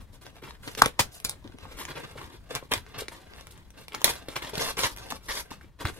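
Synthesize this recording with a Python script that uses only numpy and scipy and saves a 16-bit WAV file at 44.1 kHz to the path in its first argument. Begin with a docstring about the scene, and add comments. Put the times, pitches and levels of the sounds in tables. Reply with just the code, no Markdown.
"""A plush stocking swishes onto a desk, its fibres catching and slipping. Fingers and a ring knock on
the wood; the hardest knock overloads a close phone with two microphone ports. The cloth is patted flat,
a small metal part clinks, and the stocking is picked up and opened with a crunch of its stiff cuff.
A card scrapes out against the lining, then the stocking drops back with a soft bump.
A small furnished room answers throughout."""
import sys
import numpy as np
from scipy import signal
from scipy.fft import rfft, irfft, next_fast_len
from scipy.io import wavfile
from scipy.ndimage import uniform_filter1d, map_coordinates

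SR = 44100
rng = np.random.default_rng(int(sys.argv[2]) if len(sys.argv) > 2 else 0)


def master(y):
    """Save y as 16-bit WAV."""
    cut = np.clip(np.atleast_2d(y).T, -1, 1)
    pcm = np.round(cut * 32767)  # scale
    wavfile.write(sys.argv[1], SR, pcm.astype(np.int16))


N = 264159
TIME = np.arange(N) / SR

# tone of a hard snap or contact tick: f/Hz, level/dB
SNAP_EQ = [(30, -21.5), (100, -16.5), (450, 4), (1500, 2.5), (3600, 4), (6000, -0.5), (8500, -2.5),
           (11000, -0.5), (13500, -7), (15500, -13)]


def undb(db):
    """Decibels to gain."""
    return np.exp(np.asarray(db) * np.log(10) / 20)


def unit(x):
    """Scale to rms 1."""
    return x / np.sqrt(np.mean(x ** 2))


def add(track, s, sound):
    """Mix a sound in at time s."""
    i = int(s * SR)
    track[i:i + len(sound)] += sound[:N - i]


def colour(x, points, size=4096):
    """Causal EQ through the (f/Hz, level/dB) points, built from the curve's cepstrum."""
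    hz, db = np.transpose(points)
    curve_db = np.interp(np.log(np.fft.rfftfreq(size, 1 / SR) + 1), np.log(hz), db)
    cepstrum = irfft(np.log(undb(curve_db)))
    cepstrum[1:size // 2] *= 2
    cepstrum[size // 2 + 1:] = 0
    return signal.oaconvolve(x, irfft(np.exp(rfft(cepstrum))))[:len(x)]


def bands(x, body_hz=600, hiss_hz=4500):
    """Three-way crossover: mids, low body and hiss."""
    size = next_fast_len(len(x), real=True)
    hz = np.fft.rfftfreq(size, 1 / SR) + 1
    body, hiss = 1 / (1 + (hz / body_hz) ** 4), 1 / (1 + (hiss_hz / hz) ** 4)
    return irfft(rfft(x, size) * np.array([1 - body - hiss, body, hiss]), size)[:, :len(x)]


def walk(per_s):
    """Smooth random wander, rms 1."""
    hold = max(int(SR / per_s), 1)
    steps = np.repeat(rng.standard_normal(N // hold + 1), hold)
    return unit(uniform_filter1d(steps, hold)[:N])


def resonate(x, hz, width_hz):
    """One resonance whose centre follows the curve hz; rms 1."""
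    turn = np.exp(2j * np.pi * np.cumsum(hz) / SR)
    pole = np.exp(-np.pi * width_hz / SR)
    return unit((signal.lfilter([1], [1, -pole], x / turn) * turn).imag)


def ring(modes):
    """Decaying modes after one blow."""
    t = TIME[:SR // 3]
    return sum(undb(db - 60 * t / t60) * np.sin(2 * np.pi * hz * t) for hz, db, t60 in modes)


def slips(per_s, spread_db, size=N):
    """Tiny stick-slip releases at random moments and of uneven strength."""
    strength = undb(spread_db * np.minimum(rng.exponential(size=size), 4))
    return unit((rng.random(size) < per_s / SR) * strength * rng.choice([-1, 1], size))


def friction(per_s, spread_db, patchy_db=2, patches_per_s=110, count=6):
    """Folds of every size slip on their own, so each band comes and goes in its own patches."""
    edges_hz = np.geomspace(120, 15000, count + 1)
    out = 0
    for band in zip(edges_hz, edges_hz[1:]):
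        patchy = slips(per_s, spread_db) * undb(patchy_db * walk(patches_per_s))
        out = out + signal.sosfilt(signal.butter(2, band, "bandpass", fs=SR, output="sos"), patchy)
    return unit(out)


def effort(strokes, attack_share, release_s, sag_db):
    """Power envelopes of mids and hiss: each stroke builds, eases by sag_db as it slides, and dies."""
    mids, hiss, t = np.zeros(N), np.zeros(N), TIME[:SR // 2]
    for s, length, db, hiss_db in strokes:
        attack = np.minimum(t / (attack_share * length), 1)
        slide = undb(db - sag_db * np.minimum(t / length, 1))
        release = np.exp(-np.maximum(t - length, 0) / release_s)
        gain = attack * slide * release
        add(mids, s, gain ** 2)
        add(hiss, s, (gain * undb(hiss_db)) ** 2)
    return np.array([mids, hiss])


def rub(texture, power, even_db, body_growth):
    """Harder rubbing is brighter: the body equals the mids at even_db but grows more slowly."""
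    mids, body, hiss = (unit(band) for band in bands(texture))
    gain, hiss_gain = np.sqrt(power)
    body_gain = undb(even_db) * (gain / undb(even_db)) ** body_growth
    return gain * mids + body_gain * body + hiss_gain * hiss


def add_burst(track, s, push, eq, length, db, body_db, hiss_db):
    """Mix in a short contact with the energy of db held for length s; body and hiss are re the mids."""
    preroll_s = 0.005
    parts = bands(colour(np.pad(push, (int(preroll_s * SR), SR // 50)), eq))
    gains = undb(db + np.array([0, body_db, hiss_db])) * np.sqrt(length * SR / np.sum(parts ** 2, 1))
    add(track, s - preroll_s, gains @ parts)


def room_tone(level_db=-53, waver_db=2.4, side_db=-8):
    """A bed of low, slightly wavering rumble with faint hiss."""
    # rumble spectrum: f/Hz, level/dB
    eq = [(20, -8), (55, 1.5), (110, -5.5), (200, -12.5), (400, -26.5), (1000, -30.5), (3000, -39.5),
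          (8000, -45.5), (15000, -49)]
    mid, side = (unit(colour(rng.standard_normal(N), eq)) for _ in range(2))
    stereo = mid + undb(side_db) * side * np.array([[1], [-1]])
    return undb(level_db + waver_db * walk(per_s=24)) * stereo


def holding(fidget_db=3.5, fidgets_per_s=30, hiss_db=-8.5):
    """Power envelopes of mids and hiss as the fingers keep shifting their grip."""
    # light rustle of the held fabric: t/s, level/dB
    rustle = [(0.08, -73), (0.3, -61), (0.58, -63.5), (0.7, -64), (1, -61.5), (1.5, -63), (1.9, -49.5),
              (2.3, -57), (2.42, -66.5), (2.6, -57), (3.2, -58), (3.7, -66.5), (4, -54), (4.5, -48),
              (5.2, -61), (5.55, -59), (5.72, -73), (5.99, -54)]
    db = np.interp(TIME, *np.transpose(rustle)) + fidget_db * walk(fidgets_per_s)
    return undb([db, db + hiss_db]) ** 2


def plush(catch_db=-4, fold_db=-12, fold_hz=582, wander_octaves=0.29):
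    """Soft pile swishes through hollow, shifting folds; fibres catch and let go with crisp ticks."""
    # hand strokes over the plush: t/s, length/s, level/dB, hiss re mids/dB
    strokes = [(0, 0.045, -55, -6), (0.122, 0.035, -55, 1.5), (0.21, 0.026, -51.5, 0.5),
               (0.245, 0.056, -50, -8.5), (0.415, 0.09, -44.5, -9.5), (0.62, 0.12, -48, 1),
               (0.674, 0.012, -34, -9), (0.772, 0.023, -30.5, -2.5), (0.826, 0.056, -32.5, -6.5),
               (1.112, 0.069, -57.5, 11.5), (1.25, 0.092, -49.5, -20), (1.437, 0.032, -54.5, -9),
               (1.55, 0.28, -52, -10.5), (1.765, 0.073, -42, 0), (1.875, 0.043, -36.5, -10.5),
               (1.953, 0.031, -36, -11.5), (2.03, 0.021, -38, -17), (2.165, 0.089, -43.5, -9.5),
               (2.315, 0.049, -49.5, -7), (2.485, 0.1, -40.5, -8.5), (2.715, 0.072, -45.5, 1),
               (2.93, 0.1, -39.5, -20), (2.978, 0.034, -40, 6), (3.11, 0.074, -49, -6),
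               (3.365, 0.038, -46, -5), (3.505, 0.021, -64, 13), (3.77, 0.065, -48, -3),
               (3.91, 0.064, -46, -25), (4.11, 0.075, -43, -2), (4.285, 0.054, -46.5, 0.5),
               (4.412, 0.085, -37, -7), (5.787, 0.075, -40.5, -7), (5.852, 0.041, -33.5, -9),
               (5.895, 0.18, -58, 3.5)]
    # tone of the pile: f/Hz, level/dB
    eq = [(50, -16.5), (100, 3), (230, -4.5), (330, -2.5), (490, -4), (800, -2.5), (1400, -2.5), (2400, -8),
          (3600, -7.5), (6000, -15.5), (11000, -16), (14000, -19.5), (15500, -29.5)]
    swish = friction(per_s=7000, spread_db=3) * undb(2.2 * walk(per_s=150))
    catches = undb(catch_db) * slips(per_s=420, spread_db=4.5)
    pile = unit(colour(swish + catches, eq))
    folds = resonate(pile, fold_hz * 2 ** (wander_octaves * walk(per_s=15)), width_hz=180)
    power = effort(strokes, attack_share=0.27, release_s=0.008, sag_db=5) + holding()
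    return rub(pile + undb(fold_db) * folds, power, even_db=-58, body_growth=0.79)


def clicks(rise_s=0.00009, decay_s=0.00047):
    """Fingernails, seams and card edges snap, each over in a millisecond or two."""
    # snaps: t/s, level/dB, hiss re mids/dB
    cues = [(0.266, -45.5, -13), (0.366, -55.5, -8), (0.508, -44, -20), (0.676, -41.5, -14.5),
            (0.7505, -41, -1.5), (1.201, -51.5, 6), (1.2446, -47, 13), (1.2488, -39.5, 14.5),
            (1.2951, -41.5, 13.5), (1.443, -53, -17.5), (1.476, -49.5, -24), (1.586, -49.5, -8),
            (1.8524, -38, -6), (2.041, -52, -10), (2.551, -34.5, 3), (2.558, -37, 3), (2.7372, -34.5, 8.5),
            (2.778, -40.5, -8), (2.865, -50, -32), (3.083, -36.5, -5.5), (3.336, -48.5, -27),
            (3.362, -54, -6.5), (3.41, -50.5, -2), (3.47, -49, -0.5), (3.577, -57, -2), (3.705, -57.5, 2.5),
            (3.8824, -44, -2), (3.9216, -45, -20), (3.933, -49.5, -4.5), (3.948, -34.5, -1.5),
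            (4.0084, -47.5, -4.5), (4.017, -38, -4.5), (4.0437, -18, 5), (4.2855, -47.5, 4.5),
            (4.5546, -33.5, -11), (4.5805, -39, 4.5), (4.835, -29, -1), (4.9636, -51, 5),
            (4.973, -45.5, 0.5), (4.985, -48, -4), (5.1042, -41.5, 2.5), (5.872, -38, -10)]
    out, t = np.zeros(N), TIME[:SR // 50]
    for s, db, hiss_db in cues:
        push = rng.standard_normal(len(t)) * (1 - np.exp(-t / rise_s)) * np.exp(-t / decay_s)
        add_burst(out, s, push, SNAP_EQ, length=0.0046, db=db, body_db=-10.5, hiss_db=hiss_db)
    return out


def bumps(mode_db=-3, scuff_db=-6, sag=0.068):
    """Padded blows rock a mode, blurred by scuffing; it slows by sag per cycle as the cloth gives."""
    # dull bumps of fingers and cloth: t/s, level/dB, f/Hz at the crest, swell/cycles
    cues = [(0.425, -38, 293, 1), (0.823, -18.5, 344, 0.38), (0.824, -21.5, 137, 0.59),
            (0.838, -28, 191, 0.46), (0.8601, -16.5, 567, 0.95), (0.995, -22.5, 113, 0.52),
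            (1.246, -36, 190, 0.67), (1.445, -37.5, 292, 2.7), (1.495, -36, 292, 0.74),
            (1.541, -38, 250, 1.7), (1.652, -33.5, 990, 1.6), (1.66, -41.5, 188, 1.1),
            (2.155, -36.5, 530, 2.3), (2.508, -32, 507, 2.3), (2.55, -39, 416, 1.5), (2.625, -31, 610, 1.2),
            (2.715, -21, 465, 0.87), (2.768, -36, 111, 0.55), (3.019, -31, 480, 1.1),
            (3.083, -30.5, 452, 0.55), (4.045, -24, 450, 0.61), (4.077, -29, 650, 1.5),
            (4.284, -21.5, 370, 0.67), (4.533, -29.5, 477, 1.2), (4.576, -21.5, 173, 0.48),
            (4.603, -31, 470, 2.7), (5.122, -33.5, 264, 1), (5.513, -30.5, 274, 0.52),
            (5.611, -39.5, 1615, 1.2), (5.643, -44.5, 303, 1.04), (5.846, -21, 113, 0.47),
            (5.856, -36.5, 325, 2), (5.898, -36, 395, 1), (5.919, -34, 76, 0.38)]
    out, t = np.zeros(N), TIME[:SR // 8]
    for s, db, hz, swell in cues:
        cycles = t * hz
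        phase = 2 * np.pi * np.log1p(sag * cycles) / sag * (1 + sag * swell)
        scuff = resonate(rng.standard_normal(len(t)), np.full(len(t), hz), width_hz=0.8 * hz)
        thud = undb(mode_db) * np.sin(phase) + undb(scuff_db) * scuff
        envelope = cycles / swell * np.exp(1 - cycles / swell)
        add(out, s, undb(db) * thud * envelope)
    return out


def clack(pitch_hz, octaves, lag_at_1khz_s=0.0045):
    """A blow crosses the desk top as a bending wave, highs first, so its pitch dives; peak 1."""
    hz = np.fft.rfftfreq(SR // 10, 1 / SR) + 1
    strength = np.exp(-0.5 * (np.log2(hz / pitch_hz) / octaves) ** 2)
    wave = irfft(strength * np.exp(-4j * np.pi * lag_at_1khz_s * np.sqrt(1000 * hz)))
    return wave / np.max(np.abs(wave))


def knocks(tick_s=0.0023, lead_s=0.003, rattle_db=-26.5, rattle_t60_s=0.13):
    """Fingers and ring hit the desk: the contact ticks, the top flexes and is left rattling hollowly."""
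    # blows: t/s, level/dB, f/Hz, width/octaves, tick re blow/dB
    cues = [(0.8172, -13, 1320, 0.3, -18), (0.8198, 3.5, 1136, 0.41, -9.5),
            (0.8388, -19.5, 1250, 0.45, -16), (0.8593, -11.5, 1715, 0.47, -2.5),
            (0.9928, -18.5, 300, 1.9, -25), (5.122, -21.5, 980, 0.43, -10), (5.517, -30, 970, 0.22, -34),
            (5.853, -18, 1350, 0.48, -9.5), (5.898, -33, 1000, 0.54, -16)]
    # hollow modes of the desk top: f/Hz, level/dB, t60/s
    desk_modes = [(526, -6.5, 0.037), (930, 0.5, 0.02), (1050, -2, 0.019), (1185, 1.5, 0.025),
                  (1294, 1.5, 0.022), (1530, 0.5, 0.03), (1760, 3, 0.025), (2395, -6.5, 0.008)]
    out, t = np.zeros(N), TIME[:SR // 4]
    wood = ring(desk_modes)
    for s, db, pitch_hz, octaves, tick_db in cues:
        tick = unit(colour(rng.standard_normal(len(t)), SNAP_EQ)) * np.exp(-t / tick_s)
        contacts = slips(per_s=880, spread_db=0.5, size=len(t))
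        chatter = unit(signal.fftconvolve(contacts, wood)[:len(t)])
        rattle = chatter * undb(rattle_db - 60 * t / rattle_t60_s)
        add(out, s - lead_s, undb(db) * clack(pitch_hz, octaves))
        add(out, s, undb(db) * (rattle + undb(tick_db) * tick))
    return out


def pats(rise_s=0.0027, decay_share=0.8):
    """Under a pat or a quick tug, many fibres give way at once and settle."""
    # pats and tugs: t/s, level/dB, hiss re mids/dB, length/s
    cues = [(0.992, -21.5, 1, 0.017), (1.244, -36.5, 0, 0.0098), (2.505, -38, -12, 0.01),
            (2.55, -32, -13.5, 0.013), (2.714, -40.5, 5.5, 0.01), (3.941, -36, -23, 0.012),
            (4.046, -31.5, -3, 0.03), (4.356, -30, -6, 0.013), (4.79, -26.5, -2, 0.0067),
            (4.839, -25, -7, 0.013), (5.105, -36.5, 0, 0.0063), (5.504, -44.5, -4, 0.025)]
    # tone of patted cloth: f/Hz, level/dB
    eq = [(50, -21.5), (100, -10), (500, -8), (1300, -1.5), (3600, -6), (5500, -9.5), (8300, -13),
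          (10000, -15.5), (13000, -16), (15500, -27)]
    out, t = np.zeros(N), TIME[:SR // 8]
    for s, db, hiss_db, length in cues:
        envelope = (1 - np.exp(-t / rise_s)) * np.exp(-t / (decay_share * length))
        push = slips(per_s=5800, spread_db=7, size=len(t)) * envelope
        add_burst(out, s, push, eq, length, db, body_db=-6.5, hiss_db=hiss_db)
    return out


def clinks(t60_s=0.06):
    """A small metal part is jogged and chatters, each tiny contact briefly ringing its modes."""
    # jogs: t/s, level/dB
    cues = [(1.2475, -25.5), (1.288, -38), (1.311, -39)]
    # modes of the metal part: f/Hz, level/dB, t60/s
    metal_modes = [(4160, 1, 0.018), (4350, -2, 0.012), (4700, 3, 0.016), (5220, -3, 0.01),
                   (6000, -2, 0.009), (6500, -8, 0.008), (8200, -10, 0.012)]
    out, t = np.zeros(N), TIME[:SR // 4]
    metal = ring(metal_modes)
    for s, db in cues:
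        contacts = slips(per_s=1400, spread_db=-1, size=len(t))
        chatter = unit(signal.fftconvolve(contacts, metal)[:len(t)])
        add(out, s, chatter * undb(db - 60 * t / t60_s))
    return out


def crunches(rise_s=0.00042):
    """The stiff cuff and seams buckle in a dense run of tiny creases, strongest in the upper mids."""
    # buckles: t/s, level/dB, length/s
    cues = [(2.71, -39, 0.007), (2.7172, -21.5, 0.0056), (2.7235, -28.5, 0.009), (2.736, -22.5, 0.0033),
            (2.754, -36.5, 0.018), (4.077, -25.5, 0.006), (4.091, -32, 0.011), (4.284, -37.5, 0.0053),
            (4.358, -37, 0.02), (4.421, -35, 0.0051), (4.838, -34.5, 0.013), (5.855, -34, 0.0078)]
    # tone of the creases: f/Hz, level/dB
    eq = [(100, -13), (450, -4), (1100, -5), (1700, -1), (2200, -1), (3000, -3), (3900, 0.5), (4600, -15),
          (8000, -11), (15000, -14)]
    out, t = np.zeros(N), TIME[:SR // 8]
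    for s, db, length in cues:
        envelope = (1 - np.exp(-t / rise_s)) * np.exp(-t / length)
        push = slips(per_s=4400, spread_db=2.5, size=len(t)) * envelope
        add_burst(out, s, push, eq, length, db, body_db=-7, hiss_db=-11)
    return out


def card(crinkle_db=-5, resonance_db=-8, wander_octaves=0.27):
    """The stiff card scrapes and crinkles; its resonance moves as it bends and the pouch opens."""
    # pulls against the lining: t/s, length/s, level/dB, hiss re mids/dB
    pulls = [(4.045, 0.066, -36, 2), (4.53, 0.057, -39.5, -6), (4.59, 0.036, -28.5, -5.5),
             (4.625, 0.085, -34, -1.5), (4.768, 0.024, -31, -4.5), (4.79, 0.079, -32.5, 0),
             (4.87, 0.065, -49, 0), (4.958, 0.21, -49, -4.5), (5.228, 0.065, -60, 5.5),
             (5.283, 0.03, -37, -1), (5.29, 0.12, -41.5, 3)]
    # tone of the card: f/Hz, level/dB
    eq = [(50, 7), (100, -3.5), (300, -5), (520, 1.5), (680, -2), (1000, -1.5), (1800, -0.5), (2300, -3.5),
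          (3400, -3), (5700, -8.5), (7600, -15.5), (11500, -12), (14000, -21), (15500, -29)]
    # path of the scrape's resonance: t/s, f/Hz
    sweep = [(4.05, 1290), (4.11, 1240), (4.54, 615), (4.61, 1170), (4.7, 1220), (4.79, 990), (4.85, 1550),
             (5.1, 990), (5.3, 2020), (5.41, 1980)]
    scrape = friction(per_s=4500, spread_db=3.5) * undb(1.7 * walk(per_s=140))
    crinkle = undb(crinkle_db) * slips(per_s=260, spread_db=2.5)
    sheet = unit(colour(scrape + crinkle, eq))
    centre_hz = np.interp(TIME, *np.transpose(sweep)) * 2 ** (wander_octaves * walk(per_s=45))
    bent = resonate(sheet, centre_hz, width_hz=300)
    power = effort(pulls, attack_share=0.13, release_s=0.0065, sag_db=0)
    return rub(sheet + undb(resonance_db) * bent, power, even_db=-93, body_growth=0.88)


def ports(x, scatter_ms=0.048):
    """Direct sound reaches one microphone port first; the lead wanders as the contact shifts."""
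    # where the hands work: t/s, lead of the left port/ms
    place = [(0, 0.078), (1.1, 0.16), (1.8, 0.12), (2.1, -0.084), (4.0, -0.057), (4.4, -0.055),
             (5.35, -0.14), (5.8, 0.029)]
    lead_ms = np.interp(TIME, *np.transpose(place)) + scatter_ms * walk(per_s=45)
    shift = lead_ms * SR / 1000 / 2
    return np.array([map_coordinates(x, [np.arange(N) + side * shift], order=3) for side in (1, -1)])


def room(t60_s=0.12, early_db=5, early_s=0.0028, gap_s=0.00077):
    """Stereo room response: desk and near walls first, then a short tail; the sides share some bass."""
    t = TIME[:SR // 5]
    envelope = (1 + undb(early_db) * np.exp(-t / early_s)) * (t > gap_s) * undb(-60 * t / t60_s)
    shared_bass = bands(rng.standard_normal(len(t)))[1]
    responses = []
    for _ in range(2):
        mids, body, hiss = bands(rng.standard_normal(len(t)))
        wash = mids + 0.25 * shared_bass + 0.85 * body + hiss
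        responses.append(unit(wash * envelope) / np.sqrt(len(t)))
    return np.array(responses)


def echoes(x, count=4, turns_per_s=2.3):
    """Echo paths change as the hands move: an equal-power crossfade circles through room responses."""
    turns = turns_per_s * TIME + np.arange(count)[:, None] / count
    shares = np.maximum(np.cos(2 * np.pi * turns), 0)
    shares /= np.sqrt(np.sum(shares ** 2, axis=0))
    return sum(signal.oaconvolve((x * share)[None], room(), axes=1)[:, :N] for share in shares)


def scene():
    """Every source is heard directly and through the room, over the room tone."""
    # sound, direct/dB, room send/dB
    sources = [(plush(), -3, -4), (card(), -2.5, -3.5), (pats(), -3, -4.5), (crunches(), -2, -4),
               (clicks(), 0.3, -3), (clinks(), -2, -6), (knocks(), 0, -11), (bumps(), -2, -5.5)]
    direct = sum(undb(direct_db) * x for x, direct_db, _ in sources)
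    send = sum(undb(send_db) * x for x, _, send_db in sources)
    return ports(direct) + echoes(send) + room_tone()


def record(dry, bass_lean=0.19, bass_hz=750, top_hz=15700):
    """The phone's left port hears more bass; the hardest peaks clip and the top is cut."""
    bass = signal.sosfilt(signal.butter(1, bass_hz, fs=SR, output="sos"), dry)
    clipped = np.clip(dry + bass_lean * bass * np.array([[1], [-1]]), -1, 1)
    return signal.sosfilt(signal.ellip(8, 0.2, 70, top_hz, fs=SR, output="sos"), clipped)


dry = scene()
out = record(dry)
master(out)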